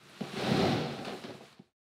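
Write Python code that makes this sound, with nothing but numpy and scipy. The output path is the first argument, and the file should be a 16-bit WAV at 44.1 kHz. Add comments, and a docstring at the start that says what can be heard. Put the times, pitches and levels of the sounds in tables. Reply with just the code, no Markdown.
"""Hollow plastic balls pour from a thin plastic bag into a padded ball pit in a furnished room.
One ball drops first, the mass follows, then a few stragglers. Each impact excites the shell's
resonances as a click and a hollow knock, while the yielding padding gives a low thud.
The balls clatter against each other and the bag crinkles; the sound fades out at the end."""
import sys
import numpy as np
from scipy import signal
from scipy.fft import rfft, irfft, next_fast_len
from scipy.io import wavfile

SR = 44100
rng = np.random.default_rng(int(sys.argv[2]) if len(sys.argv) > 2 else 0)


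def inscribe(sig):
    """Save sig as 16-bit PCM at rate SR to the path in sys.argv[1].

    A 1-D sig is mono; a 2-D sig holds one channel per row.
    Samples are clipped to [-1, 1] before scaling.
    """
    pcm = np.round(np.clip(np.atleast_2d(sig).T, -1, 1) * 32767)
    wavfile.write(sys.argv[1], SR, pcm.astype(np.int16))


N = 81585

# Reverberation time of the room: frequency_hz, t60_s
ROOM_DECAY = [(100, 0.5), (500, 0.5), (4000, 0.57), (12000, 0.6)]
# Relative envelope of the crinkling bag: time_s, level_db
CRINKLE_LEVEL = [(0, -70), (.07, -65), (.19, -63.5), (.3, -58), (.39, -54), (.6, -53), (.75, -58),
                 (.87, -65), (.94, -60), (.98, -63), (1.06, -59.5), (1.17, -59.5), (1.32, -68), (1.36, -64),
                 (1.4, -70), (1.44, -66), (1.52, -69), (1.57, -82.5), (1.7, -89)]
# Sharp snaps of the bag film: start_s, level_db
FILM_SNAPS = [(.098, -61), (1.051, -55.5), (1.055, -59.5), (1.526, -71.5)]
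# Spectrum of the thin film: frequency_hz, gain_db
FILM_SPECTRUM = [(100, -8.5), (500, 13), (1500, 8), (4000, 2), (6500, 2), (9500, -0.5), (12500, -8),
                 (15500, -15)]
# Envelope of the balls clattering together: time_s, level_db
CLATTER_LEVEL = [(0, -63), (.08, -59.5), (.2, -54), (.22, -50.5), (.33, -49), (.39, -40.5), (.57, -36.5),
                 (.74, -39), (.82, -43.5), (.97, -49), (1.045, -52.5), (1.08, -43.5), (1.14, -52),
                 (1.23, -52.5), (1.25, -49), (1.39, -61.5), (1.45, -59.5), (1.52, -62.5), (1.57, -69),
                 (1.7, -84.5)]
# Two shells clacking together: start_s, level_db
SHELL_CLACKS = [(1.048, -45), (1.054, -45.5), (1.527, -62), (1.581, -66.5)]
# Click spectrum of a thin plastic shell: frequency_hz, gain_db
SHELL_SPECTRUM = [(200, -45), (700, -11.5), (1000, 1.5), (1350, 3.5), (1800, -0.5), (2400, 0.5), (3200, -1),
                  (4100, 1), (4800, -6), (5600, -10), (6600, -20), (9000, -30), (15000, -45)]
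# Spectrum of the padded floor: frequency_hz, gain_db
PADDING_SPECTRUM = [(25, -12), (55, -25), (75, -14.5), (89, -8.5), (104, -11.5), (127, 4), (157, 1.5),
                    (180, -10), (200, 3), (225, -11.5), (270, -4.5), (310, -4.5), (500, -34.5), (1500, -54)]
# Knock spectrum of a ball landing on the padding: frequency_hz, gain_db
FLOOR_KNOCK_SPECTRUM = [(100, -34.5), (220, 2.5), (300, -17), (355, 5.5), (450, -1.5), (570, -7.5),
                        (760, -2.5), (850, -11), (970, -20.5), (1500, -37.5), (4000, -54)]
# Knock spectrum of a ball landing on other balls: frequency_hz, gain_db
HEAP_KNOCK_SPECTRUM = [(100, -47), (220, 4.5), (300, -2), (380, -4), (480, 1), (570, -3), (670, -1.5),
                       (790, -0.5), (860, -9.5), (980, -19.5), (1500, -34), (4000, -54.5)]
# Single balls landing: start_s, thud_db, thud_pitch_hz, knock_db, click_db
BALL_LANDINGS = [(.207, -28, 190, -37.5, -49.5), (.331, -33.5, 210, -49, -52),
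                 (0.368, -31, 210, -35.5, -51.5), (.513, -25, 202, -30, -61),
                 (0.573, -24, 177.6, -41, -51.5), (0.625, -21, 159, -32, -54), (.637, -25, 348, -33.5, -54),
                 (.667, -33, 214, -30.5, -51), (.717, -28.5, 143, -37, -53), (.745, -31, 142, -41.5, -54.5),
                 (0.988, -38, 228, -46.5, -50), (1.067, -35.5, 203, -42, -60),
                 (1.132, -41.5, 196, -43.5, -52.5), (1.239, -37.5, 213, -44, -49),
                 (1.277, -60, 195, -48, -65), (1.305, -41.5, 226, -46.5, -53),
                 (1.343, -44.5, 160, -53.5, -62), (1.407, -53, 210, -51.5, -67),
                 (1.432, -50, 184, -56.5, -66), (1.591, -40.5, 201, -57, -67)]
# Share of the pit floor covered by balls: time_s, covered_fraction
FLOOR_COVER = [(.45, 0.18), (1.05, 0.97)]
# Relative envelopes of the tumbling mass: time_s, knock_db, rumble_db
POUR_LEVELS = [(0, -67, -62), (.195, -58.5, -59), (.235, -41, -43), (.32, -52, -54), (.4, -35.5, -39.5),
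               (.47, -29.5, -33), (.57, -30, -28), (.66, -27, -30), (.755, -33.5, -29.5),
               (.81, -32.5, -37.5), (.97, -41, -49), (1.04, -43, -44), (1.085, -37.5, -50.5),
               (1.14, -41, -46.5), (1.215, -55, -55), (1.3, -44, -45.5), (1.39, -59, -62.5),
               (1.5, -67, -65.5), (1.57, -67.5, -72.5), (1.7, -84.5, -91)]


def amp(db):
    """Amplitude grows tenfold for every 20 dB."""
    return 10 ** (np.asarray(db) / 20)


def unit(x):
    """Normalisation to an rms of 1."""
    return x / np.sqrt(np.mean(x ** 2) + 1e-20)


def along(points, hz):
    """Interpolation of (frequency_hz, value) points on a logarithmic axis."""
    f, v = np.transpose(points)
    return np.interp(np.log(hz + 1), np.log(f + 1), v)


def envelopes(rows):
    """Interpolation in decibels gives one amplitude envelope per level column."""
    time_s, *columns = np.transpose(rows)
    return [amp(np.interp(np.arange(N) / SR, time_s, db)) for db in columns]


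def coloured(x, spectrum):
    """Minimum-phase filtering: folding the cepstrum makes the response causal."""
    m = 2 * next_fast_len(N)
    cepstrum = irfft(np.log(amp(along(spectrum, np.fft.rfftfreq(m, 1 / SR)))), m)
    cepstrum[1:m // 2] *= 2
    cepstrum[m // 2 + 1:] = 0
    return irfft(rfft(x, m) * np.exp(rfft(cepstrum)), m)[:len(x)]


def decay(t60_s):
    """Damped vibration decays exponentially, by 60 dB in t60_s."""
    t = np.arange(SR // 8) / SR
    return amp(-60 * t / t60_s)


def contacts(rate_hz, scatter_db, t60_s, spectrum):
    """Incoherent addition: irregular contacts sum in energy to a noise stream, scaled to rms 1."""
    chance = rng.random((N // 8, 2))[:int(rate_hz * N / SR)]
    onsets = ((np.arange(len(chance)) + 2 * chance[:, 0]) * SR / rate_hz).astype(int) % N
    strength = amp(scatter_db * np.minimum(-np.log(chance[:, 1]), np.pi))
    impulses = np.bincount(onsets, strength ** 2, N)
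    energy = abs(signal.fftconvolve(impulses, decay(t60_s) ** 2)[:N])
    return unit(coloured(np.sqrt(energy) * rng.standard_normal(N), spectrum))


def strikes(starts_s, levels_db, t60_s, spectrum):
    """Impact excitation: noise bursts drive a resonant body; levels are the rms of the first 10 ms."""
    out = np.zeros(N + SR)
    body = coloured(signal.unit_impulse(SR // 20), spectrum)
    damping = decay(t60_s)
    for start_s, db in zip(starts_s, levels_db):
        ring = signal.fftconvolve(rng.standard_normal(len(damping)) * damping, body)
        out[int(start_s * SR):][:len(ring)] += amp(db) * ring / np.std(ring[:SR // 100])
    return out[:N]


def background():
    """A faint steady background noise carries a low rumble near 90 Hz, as of the bag being handled."""
    spectrum = [(30, -8.5), (90, 9), (1000, -25.5), (10000, -36.5)]  # frequency_hz, gain_db
    return amp(-79) * unit(coloured(rng.standard_normal(N), spectrum))


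def reverberation(x, tail_count=8):
    """A diffuse room tail decays exponentially; crossfading random tails avoids ringing tones."""
    out = np.zeros(N)
    tail_index = np.linspace(0, tail_count - 1, N)
    for k in range(tail_count):
        hz, t, noise = signal.stft(rng.standard_normal(SR // 2), SR, nperseg=256)
        absorption = amp(-60 * t / along(ROOM_DECAY, hz)[:, None])
        tail = signal.istft(noise * absorption, SR, nperseg=256)[1]
        response = np.pad(tail / np.linalg.norm(tail), (SR // 200, 0))  # 5 ms late
        crossfade = np.sqrt(np.clip(1 - abs(tail_index - k), 0, 1))
        out += signal.fftconvolve(x * crossfade, response)[:N]
    return amp(-10.5) * out


def wall_reflection(x, delay_s=0.02):
    """Early reflection: the nearest wall returns a delayed, weaker and duller copy."""
    delayed = np.pad(x, (int(delay_s * SR), 0))[:N]
    return amp(-13) * coloured(delayed, [(300, 1.5), (900, -18)])


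def bag():
    """Buckling: thin film crinkles in tiny creases and now and then snaps taut."""
    level, = envelopes(CRINKLE_LEVEL)
    crinkle = level * contacts(rate_hz=1600, scatter_db=1.0, t60_s=0.0023, spectrum=FILM_SPECTRUM)
    return amp(3) * crinkle + strikes(*np.transpose(FILM_SNAPS), t60_s=0.018, spectrum=FILM_SPECTRUM)


def clatter():
    """Brief, hard contacts between shells excite their high modes; a few clacks stand out."""
    level, = envelopes(CLATTER_LEVEL)
    clicks = level * contacts(rate_hz=600, scatter_db=1.5, t60_s=0.06, spectrum=SHELL_SPECTRUM)
    return clicks + strikes(*np.transpose(SHELL_CLACKS), t60_s=0.032, spectrum=SHELL_SPECTRUM)


def thuds(sink_s=0.00915, half_width_cycles=0.94):
    """Compliant padding spreads each impact into a low pulse that peaks sink_s after the first touch."""
    start_s, thud_db, pitch_hz = np.transpose(BALL_LANDINGS)[:3]
    cycles = (np.arange(N) / SR - start_s[:, None] - sink_s) * pitch_hz[:, None]
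    envelope = amp(thud_db)[:, None] * np.exp(-(cycles / half_width_cycles) ** 2)
    return -(envelope * np.cos(2 * np.pi * cycles)).sum(0)


def landings():
    """Free vibration: the first touch sets a ball ringing with a hollow knock and a shorter click."""
    start_s, _, _, knock_db, click_db = np.transpose(BALL_LANDINGS)
    knocks = strikes(start_s, knock_db, t60_s=0.12, spectrum=FLOOR_KNOCK_SPECTRUM)
    return knocks + strikes(start_s, click_db, t60_s=0.035, spectrum=SHELL_SPECTRUM)


def pour():
    """Dense impacts merge into drumming; as the pit fills, their energy shifts from floor to heap."""
    knock_level, rumble_level = envelopes(POUR_LEVELS)
    covered = np.interp(np.arange(N) / SR, *np.transpose(FLOOR_COVER))
    on_floor = contacts(rate_hz=280, scatter_db=-1.3, t60_s=0.022, spectrum=FLOOR_KNOCK_SPECTRUM)
    on_heap = contacts(rate_hz=260, scatter_db=-0.5, t60_s=0.055, spectrum=HEAP_KNOCK_SPECTRUM)
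    rumble = contacts(rate_hz=180, scatter_db=1.15, t60_s=0.019, spectrum=PADDING_SPECTRUM)
    knocks = np.sqrt(1 - covered) * on_floor + np.sqrt(covered) * on_heap
    return amp(-2.5) * (knock_level * knocks + rumble_level * rumble)


def scene():
    """Superposition of direct sound, wall reflection, reverberation and background."""
    plastic = bag() + clatter() + pour() + landings()
    padding = thuds()
    direct = plastic + padding
    ambient = background()
    diffuse = reverberation(plastic + amp(-10.5) * padding)  # the pit's soft sides hold the thuds in
    return (direct + wall_reflection(direct) + diffuse + ambient)[None]


def record(dry, low_cut_hz=54, top_hz=15700, fade_s=(1.68, 1.735)):
    """Band limiting trims the thuds' deepest bass and the top treble; a quick fade ends the sound."""
    high_passed = signal.sosfilt(signal.butter(2, low_cut_hz, "high", fs=SR, output="sos"), dry)
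    faded = high_passed * np.interp(np.arange(N) / SR, fade_s, [1, 0])
    m = 2 * next_fast_len(N)
    passband = np.fft.rfftfreq(m, 1 / SR) < top_hz
    return irfft(rfft(faded, m) * passband, m)[:, :N]


dry = scene()
out = record(dry)
inscribe(out)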